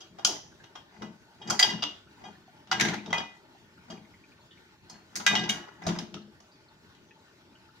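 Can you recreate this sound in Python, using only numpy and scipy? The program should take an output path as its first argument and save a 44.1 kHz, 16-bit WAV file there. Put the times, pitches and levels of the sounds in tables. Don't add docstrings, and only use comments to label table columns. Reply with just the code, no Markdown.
import sys
import numpy as np
from scipy import signal
from scipy.fft import rfft, irfft
from scipy.io import wavfile
from scipy.ndimage import uniform_filter1d

SR = 44100
rng = np.random.default_rng(int(sys.argv[2]) if len(sys.argv) > 2 else 0)


def boost_factor(decibels):
    exponent = np.asarray(decibels, float) / 20
    return 10 ** exponent


def wav_out(sig):
    wavfile.write(sys.argv[1], SR, np.round(np.clip(np.atleast_2d(sig).T, -1, 1) * 32767).astype(np.int16))


N = 343980

STEEL_HZ = [650, 760, 925, 1200, 1430, 1615, 1760, 1994, 2270, 2468, 2855, 2908, 3110, 3234, 3720, 4270,
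            4490, 4800, 4826, 5030, 5225, 5640, 5770, 6075, 6350, 6615, 7350, 8300, 8750, 10900]
# t60/s of the free mode, relative level/dB when struck at the bowl bottom, bowl wall, tool, bowl rim
STEEL_MODES = [(0.069, -5.5, -23.5, -29, -26.5), (0.42, 2.5, -5, -21, -30.5), (0.11, -2, -11, -41, -42.5),
               (0.36, -7, -38, -15, -64.5), (0.054, 1, -8, -38.5, -12), (0.37, -19.5, 2.5, -37, -47),
               (0.044, -24, -13, -41, -39), (0.13, -15.5, 6.5, -19.5, -44.5),
               (0.033, -12.5, -1, -28.5, -7.5), (0.77, -24, -6, -72.5, -23.5), (0.33, -21.5, -40, -13, -22),
               (0.19, -19.5, -8, -2.5, -51), (0.045, -12.5, -21.5, -19, -10.5),
               (0.2, -14.5, -28, -4, -24.5), (0.17, -18, -5, -7.5, -41.5), (0.064, -38.5, -7.5, -39.5, -14),
               (0.17, -45.5, -15.5, -23, -64.5), (0.11, -29.5, -38, -10, 1.5), (0.16, -24, -42, -24, -1.5),
               (0.057, -44, -42.5, -16, -6), (0.077, -16, -63, -20, -17.5), (0.054, -13, -42, -3, -28),
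               (0.4, -37.5, -55, -41.5, -4.5), (0.36, -29, -15.5, -45, -8), (0.32, -26, -19.5, -49.5, -6),
               (0.046, -23, -52, -70, -5), (0.14, -31.5, -13, -31.5, -5.5), (0.05, -58, -27, -24, -50.5),
               (0.04, -64.5, -45.5, -39, -30.5), (0.075, -54.5, -28.5, -48, -17)]


def read(points, hz):
    f, value = np.transpose(points)
    return np.interp(np.log(hz + 1), np.log(f + 1), value)


def evened(x):
    return x / np.sqrt(np.mean(x ** 2) + 1e-20)


def coloured(x, points):
    n = x.shape[-1]
    return irfft(rfft(x) * boost_factor(read(points, np.fft.rfftfreq(n, 1 / SR))), n)


def pair(alike, shape):
    a, b = rng.standard_normal((2, *shape))
    alike = np.clip(alike, 0, 1)
    return np.array([a, alike * a + np.sqrt(1 - alike ** 2) * b])


def swells(rows, rise_db_s, fall_db_s):
    s, db, hold = np.transpose(rows)[:3, :, None]
    t = np.arange(N // 32 + 1) * 32 / SR
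    rise_db = rise_db_s * np.maximum(s - t, 0)
    fall_db = fall_db_s * np.maximum(t - s - hold, 0)
    return boost_factor(db - rise_db - fall_db) ** 2 + 1e-30


def stretched(steps):
    return np.interp(np.arange(N) / 32, np.arange(len(steps)), steps)


def blows():
    blow_rows = [(.0044, -52, -60, 2.57, -52.5), (.185, -46, -50, 2.96, -57.5),
                 (0.2477, -24, -43.5, 2.21, -40), (0.2658, -33, -54.5, 2, -45),
                 (0.636, -55, -61, 0.34, -60.5), (0.7534, -45.5, -55, 0.18, -56),
                 (1.019, -43.5, -47, 0.044, -54), (1.4175, -59, -54.5, 0.072, -50.5),
                 (1.473, -53.5, -42.5, 2.5, -50), (1.5004, -27.5, -35, 2.49, -54.5),
                 (1.5199, -54, -42.5, .03, -51), (1.5924, -23.5, -30, 1.49, -34),
                 (1.627, -25, -44.5, 1.1, -29), (1.6993, -48, -46, 1.53, -36),
                 (1.8245, -30.5, -46, 0.19, -37), (2.2373, -63, -45.5, 0.12, -62.5),
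                 (2.2508, -53, -46.5, 0.063, -63), (2.6718, -58.5, -69, 0.3, -67),
                 (2.714, -27.5, -34, 0.47, -33.5), (2.7982, -27.5, -59.5, 1.01, -67),
                 (2.809, -26, -37, 1.19, -35.5), (2.8499, -31.5, -42, 0.71, -47),
                 (2.884, -34, -64, 0.76, -64), (2.9364, -37, -56.5, 0.63, -65),
                 (3.0586, -48, -64, 0.19, -60), (3.104, -45, -54, 0.1, -54), (3.129, -29, -35, 0.34, -44),
                 (3.1794, -39, -49.5, 2.84, -42), (3.9, -48.5, -46.5, 2.74, -53.5),
                 (4.8959, -50.5, -55, 2.4, -78), (5.1559, -34, -51, 1.7, -69),
                 (5.199, -41.5, -72, 0.19, -78.5), (5.2649, -22, -26.5, 1.1, -25),
                 (5.3535, -29, -41.5, 0.53, -35), (5.3893, -70, -41, 0.82, -32.5),
                 (5.4363, -41, -59, 3.1, -39), (5.4917, -30.5, -39, 1.37, -41),
                 (5.819, -47.5, -56, 0.53, -100), (5.8665, -35.5, -49, 2.62, -59),
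                 (5.8883, -37.5, -47, 0.31, -52), (5.9544, -43, -47.5, 0.21, -60),
                 (5.9867, -41.5, -70, 1.32, -63), (6.1406, -44.5, -80.5, 0.45, -72.5),
                 (6.401, -59.5, -66, 2.68, -77), (6.9486, -64.5, -73, 1, -68)]
    # f/Hz, relative level/dB
    crack_colour = [(250, -10.5), (500, -6.5), (1000, 0.5), (2000, -6), (4000, -3.5), (6500, 4.5),
                    (7500, -5), (9000, -5), (13000, -19.5), (16000, -22.5)]
    far_spot_db = -27.5
    low_detune = .09
    twin_split, twin_share = .008, .7
    dull_db, dull_hz = -14, 8000
    soft_rise_s = .004

    t, bins = np.arange(SR // 2) / SR, np.fft.rfftfreq(8192, 1 / SR) + 1
    hz, (t60, *spots_db) = np.array(STEEL_HZ), np.transpose(STEEL_MODES)
    first = SR // 40
    held = (boost_factor(-300 * t) + boost_factor(-27.0)) * (1 - np.exp(-t / 0.011))
    held /= np.sqrt(np.mean(held[:first] ** 2))
    rings = held * boost_factor(-60 * t / t60[:, None]) * np.exp(2j * np.pi * hz[:, None] * t)
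    split_hz = twin_split * hz * rng.uniform(.5, 1, len(hz))
    twins = rings * np.exp(2j * np.pi * split_hz[:, None] * t)

    short = t[:8192]
    onset = 1 - np.exp(-short / 0.0021)
    snap, shimmer = boost_factor(-900 * short) * onset, boost_factor(-13.5 - 420 * short) * onset
    octaves = np.log2(np.clip(bins, 500, 7000)[:, None] / hz)
    near = np.exp(-(octaves / 0.22) ** 2)

    out = np.zeros((2, N + len(t)))
    chance = rng.random((len(blow_rows), 4, len(hz)))
    for (s, crack_db, bowl_db, place, tool_db), (turn, side, scatter, load) in zip(blow_rows, chance):
        away = abs((place - np.arange(3) + 1.5) % 3 - 1.5)
        bottom, wall, rim = boost_factor(bowl_db) * (np.maximum(1 - away, 0) + boost_factor(far_spot_db))
        weight = np.array([bottom, wall, boost_factor(tool_db), rim]) @ boost_factor(np.array(spots_db))
        dulling_db = dull_db * max(1 - away[0], 0) / (1 + (dull_hz / bins) ** 4)
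        colour = (near @ weight / near.sum(1)) ** 1.3 * boost_factor(read(crack_colour, bins) + dulling_db)

        weight = weight * boost_factor(9 * scatter - 6.3) * np.exp(2j * np.pi * turn)
        weight = np.array([weight, weight * np.exp(3.2j * (side - .5))])
        shift_hz = low_detune * hz * (load - .5)
        shifted = rings[:5] * np.exp(2j * np.pi * shift_hz[:5, None] * t)
        ring = weight[:, :5] @ shifted + weight[:, 5:] @ rings[5:]
        twin_ring = twin_share * weight * np.exp(2j * np.pi * load) @ twins
        sound = (ring + twin_ring).real

        noise = rfft(pair(0.11, (2, 8192))) * colour
        small_modes = 0.033 + (rng.random(len(bins)) < .04)
        bounces = boost_factor(8.8 * evened(uniform_filter1d(rng.standard_normal(8192), 150)))
        crack = evened(irfft(noise[:, 0])) * snap * evened(bounces) ** .5
        crack = crack + evened(irfft(noise[:, 1] * small_modes)) * shimmer
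        sound[:, :8192] += boost_factor(crack_db) * crack / np.sqrt(np.mean(crack[:, :first] ** 2))
        rise_s = soft_rise_s * np.clip(-crack_db / 20 - 1.5, .05, 1)
        sound *= np.minimum(t / rise_s, 1)
        at = max(round(s * SR) - 40, 0)
        out[:, at:at + len(t)] += sound
    return out[:, :N]


def shimmers():
    # t/s, level/dB before each mode's own loss, centre f/Hz, spread/Hz, nominal t60/s
    cluster_rows = [(.25, -33.5, 5120, 303.2, 0.35), (.25, -39.5, 5950, 600, 0.47),
                    (.25, -39, 6700, 450, 0.41), (.25, -39.5, 3050, 500, 0.4), (.27, -37, 724, 400, 0.22),
                    (.25, -47.5, 4300, 698, 0.34), (2.81, -29.5, 6100, 800, 0.17),
                    (2.809, -30, 3100, 2000, .1), (4.508, -52.5, 3350, 1000, .15),
                    (6.515, -62, 4700, 600, .3), (5.495, -45, 2880, 250, 0.53),
                    (5.495, -44, 1500, 900, 0.77)]
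    t, out = np.arange(SR // 2) / SR, np.zeros((2, N + SR // 2))
    chance = rng.random((len(cluster_rows), 5, 12, 1))
    for (s, db, hz, spread, t60), (step, turn, side, size, life) in zip(cluster_rows, chance):
        modes_hz = hz + spread * ((np.arange(12)[:, None] + step) / 12 - .5)
        mode_t60 = t60 * (.8 + .4 * life)
        fading = boost_factor(db - 8 * size - 60 * t / mode_t60) / 2
        ports = []
        for port in (0, 1):
            cycles = modes_hz * t + turn + port * .6 * (side - .5)
            ports.append((fading * np.sin(2 * np.pi * cycles)).sum(0))
        out[:, round(s * SR):][:, :len(t)] += np.array(ports) * np.minimum(t / .004, 1)
    return out[:, :N]


def pings():
    # t/s, level/dB, f/Hz (the nearest steel mode is taken), t60/s, time it rings free/s
    free_rows = [(0.25, -17, 6615, 0.047, 0.023), (.249, -15.5, 5030, 0.029, .03),
                 (0.25, -29.5, 1430, 0.074, .03), (0.248, -19.5, 3110, 0.038, .03),
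                 (.755, -46, 3234, 0.17, 0.053), (1.019, -52, 1994, 0.43, 0.073),
                 (1.418, -41.5, 3234, 0.15, .05), (1.506, -36, 3234, 0.4, 0.034),
                 (1.503, -29, 1430, 0.093, 0.018), (1.593, -15, 4800, 0.11, 0.014),
                 (1.592, -22.5, 1994, 0.16, 0.03), (1.6, -43, 5640, 0.66, 0.26),
                 (1.627, -12, 4826, 0.12, 0.012), (1.627, -14, 3234, 0.16, 0.016),
                 (1.64, -39, 2855, 0.67, 0.17), (1.64, -36, 3720, .4, 0.132),
                 (1.693, -32.5, 1994, .25, .02), (1.823, -31, 2855, 0.29, 0.094),
                 (1.823, -28, 4826, 0.099, 0.014), (2.715, -18.5, 1430, 0.052, 0.027),
                 (2.714, -24.5, 4800, 0.054, .03), (2.717, -32, 760, 0.52, 0.038),
                 (2.714, -31.5, 2908, 0.13, 0.025), (2.798, -27, 2270, 0.053, .02),
                 (2.799, -28.5, 1760, 0.15, 0.042), (2.93, -37.5, 1760, 0.25, 0.015),
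                 (2.931, -38, 1430, 0.18, 0.027), (3.06, -48, 3720, 0.23, .03),
                 (3.105, -44, 3234, 0.17, 0.021), (3.129, -20, 1994, 0.11, 0.056),
                 (3.139, -33.5, 2468, 0.45, 0.05), (3.128, -33.5, 3234, 0.33, 0.032),
                 (3.129, -34.5, 925, 0.55, 0.13), (3.179, -33, 3234, 0.16, 0.05),
                 (3.177, -42.5, 4800, 0.16, .04), (3.21, -46.5, 1994, 0.67, .17),
                 (3.214, -46, 2468, 0.36, 0.16), (3.9, -44, 650, 0.23, 0.056),
                 (4.896, -54.5, 4270, 0.4, 0.16), (4.897, -47.5, 5225, .085, .05),
                 (5.266, -23.5, 3720, 0.32, 0.086), (5.267, -33, 1615, 0.28, .075),
                 (5.285, -35.5, 2468, 0.37, 0.06), (5.3, -36, 1994, 0.45, 0.05),
                 (5.352, -27, 3234, 0.19, 0.044), (5.36, -19.5, 2908, 0.093, 0.038),
                 (5.362, -33, 1994, 0.53, 0.11), (5.496, -18.5, 2908, 0.066, 0.0073),
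                 (5.492, -27, 3720, 0.13, 0.039), (5.495, -27.5, 3234, 0.23, .03)]
    # t/s, level/dB, f/Hz
    ping_rows = [(.52, -54.5, 1510), (.601, -51.5, 1630), (2.071, -56, 1440), (2.352, -53.5, 1766),
                 (2.479, -51.5, 740), (2.984, -40, 2380), (3.549, -51.5, 795), (3.776, -51.5, 1446),
                 (3.972, -53.5, 2410), (4.049, -54.5, 2140), (4.138, -53, 2100), (4.238, -51.5, 2380),
                 (4.318, -55, 2376), (4.393, -55, 907), (4.41, -59, 4300), (4.574, -56.5, 2265),
                 (5.836, -46, 5370), (5.866, -35, 3920), (5.868, -28.5, 658), (5.868, -23, 174),
                 (5.886, -29, 221), (5.986, -33, 5110), (6.168, -44.5, 1308), (6.218, -57, 4150),
                 (7.108, -54, 1810), (7.109, -52.5, 2540), (6.685, -57, 4300), (7.554, -59, 1465),
                 (7.553, -55, 2950), (7.689, -55, 1340)]
    ping_t60_s, ping_t60_slope = 0.087, -0.41
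    stopped_db_s = 900

    t, out = np.arange(SR // 4) / SR, np.zeros((2, N + SR // 4))
    onset = 1 - np.exp(-t / 0.00032)
    rows = []
    for s, db, hz, t60, free in free_rows:
        mode = np.argmin(abs(np.array(STEEL_HZ) - hz))
        rows.append((s, db, STEEL_HZ[mode], t60, free))
    short = [(s, db, hz, ping_t60_s * (hz / 1000) ** ping_t60_slope, 1) for s, db, hz in ping_rows]
    rows += short
    for step in (.94, 1.07):
        rows += [(s + .003, db - 6, hz * step, t60, 1) for s, db, hz, t60, free in short]

    for (s, db, hz, t60, free), side in zip(rows, rng.uniform(-1, 1, len(rows))):
        drift_db = 4.5 * evened(uniform_filter1d(rng.standard_normal(len(t)), 300))
        wobble = boost_factor(np.minimum(t / .025, 1) * np.minimum(drift_db, 2))
        port_phase = np.array([[0], [1.6 * side * min(hz / 1000, 1)]])
        phase = 2 * np.pi * hz * t + port_phase
        fall_db = 60 * t / t60 + stopped_db_s * np.maximum(t - free, 0)
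        out[:, round(s * SR):][:, :len(t)] += boost_factor(db - fall_db) * np.sin(phase) * onset * wobble

    for hz in np.geomspace(500, 4500, 30):
        faint = boost_factor(-66.5 + 6 * rng.random(N)) * (rng.random(N) < 1.5 / SR)
        tone = np.sin(2 * np.pi * hz * t) * boost_factor(-2500 * t) * onset
        out[:, :N] += signal.oaconvolve(faint, tone)[:N]
    return out[:, :N]


def rattle():
    # t/s, level/dB, hold/s
    slide_rows = [(.29, -42, 0.033), (.95, -55.5, 0.0064), (1.028, -53.5, 0.011), (1.42, -54, 0.021),
                  (1.515, -36, 0.0041), (1.63, -40, 0.086), (1.79, -51, 0.011), (2.22, -52.5, 0.047),
                  (2.79, -42, 0.0091), (2.86, -42, 0.068), (3.07, -50.5, 0.027), (3.17, -41.5, 0.027),
                  (3.91, -54, 0.033), (4.93, -58.5, 0.028), (5.15, -55.5, 0.12), (5.33, -32.5, 0.0074),
                  (5.45, -44, 0.035), (5.54, -44.5, .03), (5.63, -54, 0.058), (5.878, -37.5, 0.017),
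                  (5.95, -50, 0.052)]
    # f/Hz, relative level/dB
    rattle_colour = [(240, -45.5), (400, 5.5), (496, -17.5), (921, 0), (1180, -14), (1760, -9),
                     (2290, -13.5), (5960, -33.5), (8500, -45.5), (15000, -46.5), (16000, -55)]
    rise_db_s, fall_db_s = 301.5, 183.5

    size = boost_factor(4.0 * np.minimum(rng.exponential(1, N), 3)) * (rng.random(N) < 700 / SR)
    clicks = pair(0.19, (N,)) * size + 0.1 * pair(.5, (N,))
    t, piece, knocks = np.arange(SR // 8) / SR, rng.integers(0, 16, N), 0
    short = t[:2048]
    for k, hz in enumerate(np.geomspace(500, 7000, 16)):
        knock = np.sin(2 * np.pi * hz * short) * np.exp(-hz * short / 5) * np.sqrt(hz)
        knocks = knocks + signal.oaconvolve(clicks * (piece == k), knock[None], axes=1)[:, :N]
    body = 0
    for hz, (t60, *spots_db) in zip(STEEL_HZ, STEEL_MODES):
        body = body + boost_factor(max(spots_db) - 60 * t / (0.6 * t60)) * np.sin(2 * np.pi * hz * t)
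    rung = signal.oaconvolve(clicks, body[None], axes=1)[:, :N]
    chatter = evened(coloured(.5 * evened(clicks) + evened(knocks), rattle_colour))
    power = swells(slide_rows, rise_db_s, fall_db_s).sum(0)
    return (chatter + boost_factor(-9.0) * evened(rung)) * stretched(np.sqrt(power))


def thuds():
    # t/s, level/dB, hold/s, favoured f/Hz
    thud_rows = [(0.136, -55.5, 0.0081, 174), (0.258, -49, 0.029, 345), (0.314, -43.5, 0.0091, 366),
                 (1.032, -39, 0.0072, 194), (1.07, -44, 0.013, 197), (1.488, -38.5, 0.011, 197),
                 (1.518, -38.5, 0.017, 221), (1.684, -40.5, .01, 244), (1.748, -35, 0.0056, 206),
                 (1.845, -44.5, 0.017, 266), (2.26, -50.5, 0.043, 225), (2.748, -40.5, .01, 197),
                 (2.82, -30, 0.03, 181), (2.883, -33.5, 0.049, 205), (2.983, -41, 0.015, 224),
                 (3.08, -39, 0.034, 184), (3.163, -44.5, 0.057, 246), (3.917, -44, 0.019, 203),
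                 (3.986, -48.5, .02, 216), (4.93, -54.5, 0.024, 179), (5.187, -47, 0.029, 224),
                 (5.318, -34, 0.032, 205), (5.401, -33, 0.026, 206), (5.498, -36, 0.0075, 232),
                 (5.578, -45, 0.017, 324), (5.886, -30, 0.02, 180), (5.969, -39, 0.055, 205),
                 (6.148, -42, 0.036, 207), (6.26, -51, .02, 198)]
    # f/Hz, relative level/dB, t60/s
    pot_modes = [(96, -20, 0.46), (126.1, -6, 0.4), (175.8, -0.5, 0.3), (220, -6, 0.12), (206, 6.5, 0.11),
                 (296.5, 0.5, 0.21), (342, 1.5, 0.18), (418, -1.5, .12), (639.4, -4, 0.12),
                 (681, -9.5, 0.09)]
    rise_db_s, fall_db_s = 355.5, 231

    size = boost_factor(2.8 * np.minimum(rng.exponential(1, N), 3))
    bumps = size * (rng.random(N) < 250 / SR) * rng.choice([-1, 1], N)
    power = swells(thud_rows, rise_db_s, fall_db_s)
    favoured_hz = stretched(np.transpose(thud_rows)[3] @ power / power.sum(0))
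    t, rung = np.arange(SR // 4) / SR, 0
    for hz, db, t60 in pot_modes:
        mode = boost_factor(db - 60 * t / t60) * np.sin(2 * np.pi * hz * t) * (1 - np.exp(-t / 0.0024))
        near = boost_factor(-7 * np.minimum(abs(np.log2(favoured_hz / hz)) / .45, 1))
        rung = rung + near * signal.oaconvolve(bumps, mode)[:N]
    running_rms = np.sqrt(abs(uniform_filter1d(rung ** 2, 3000)) + 1e-9)
    port_gain = boost_factor(np.array([[1.3], [-1.3]]))
    return rung / running_rms * stretched(np.sqrt(power.sum(0))) * port_gain


def kitchen(x):
    # f/Hz, t60/s
    room_t60 = [(200, 0.69), (1000, 0.36), (4000, 0.39), (8000, 0.26), (15000, 0.34)]
    taps = np.zeros((2, SR // 2))
    cells = np.arange(200, SR // 2 - 20, 20)
    at = cells + rng.integers(0, 20, (2, len(cells)))
    np.put_along_axis(taps, at, rng.choice([-1., 1.], at.shape), 1)
    hz, t, z = signal.stft(taps, SR, nperseg=256)
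    decay = boost_factor(-60 * t / read(room_t60, hz)[:, None])
    tail = signal.istft(z * decay, SR, nperseg=256)[1]
    return signal.oaconvolve(x, tail / np.linalg.norm(tail[0]), axes=1)[:, :N]


def hum():
    # f/Hz, relative level/dB
    hum_colour = [(22, -20), (43, -31.5), (70, 4), (120, 3), (270, 0), (310, -1.5), (347, 2.5), (542, -15),
                  (590, -15.5), (849, -14), (1150, -11), (3340, -16), (4420, -16.5), (16000, -37.5)]
    # f/Hz, width/Hz, nominal boost/dB
    vessel_bands = [(618.2, 45, 17), (880, 66, 17.5), (1470.5, 110, 8.5), (1807, 46, 8.5)]
    # f/Hz, correlation
    likeness = [(60, 0.58), (180, 1), (550, 0.77), (1650, 0.34), (4970, 0.41), (15000, -1.2)]
    hum_db = -58

    frames, hz = N // 256 + 5, np.fft.rfftfreq(1024, 1 / SR)
    grain = uniform_filter1d(rng.standard_normal((frames, 513)), 12, 0)
    patches = evened(uniform_filter1d(grain, 10, 1)).T
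    flicker = evened(uniform_filter1d(rng.standard_normal(frames), 8))
    re, im = (pair(read(likeness, hz), (frames, 513)).transpose(0, 2, 1) for _ in "ri")
    drift = evened(uniform_filter1d(rng.standard_normal((len(vessel_bands), frames)), 30))
    waver = np.clip(.85 + .27 * drift, 0, 1.2)
    bands_db = 0
    for (centre, width, db), share in zip(vessel_bands, waver):
        bands_db = bands_db + np.outer(db / (1 + (2 * (hz - centre) / width) ** 2), share)
    unrest_db = 2.2 * patches + 1.1 * flicker
    z = (re + 1j * im) * boost_factor(read(hum_colour, hz)[:, None] + bands_db + unrest_db)
    return boost_factor(hum_db) * evened(signal.istft(z, nperseg=1024, noverlap=768)[1][:, :N])


def scene():
    # f/Hz, level/dB added at the left port and taken from the right
    port_tilt = [(200, .6), (1000, 1.2), (8000, -.7)]
    left_lag = 7
    steel, lone, pot, aside = blows() + shimmers(), pings(), thuds(), hum()
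    aside[0] = np.roll(aside[0], left_lag)
    room = boost_factor(-5.5) * kitchen(steel + .5 * lone + 0.091 * pot)
    left, right = steel + lone + pot + room + rattle() + aside
    return np.array([coloured(left, port_tilt), coloured(right, np.array(port_tilt) * [1, -1])])


def roll_off(x):
    return signal.sosfilt(signal.butter(12, 16640, fs=SR, output="sos"), x)


def record(dry):
    # f/Hz, level/dB
    microphone = [(45, -7.5), (100, -1), (7000, 1.5), (8500, -3.5), (13800, 1), (14900, 5), (15600, 2.5),
                  (16200, -23)]
    return roll_off(coloured(dry, microphone))


dry = scene()
out = record(dry)
wav_out(out)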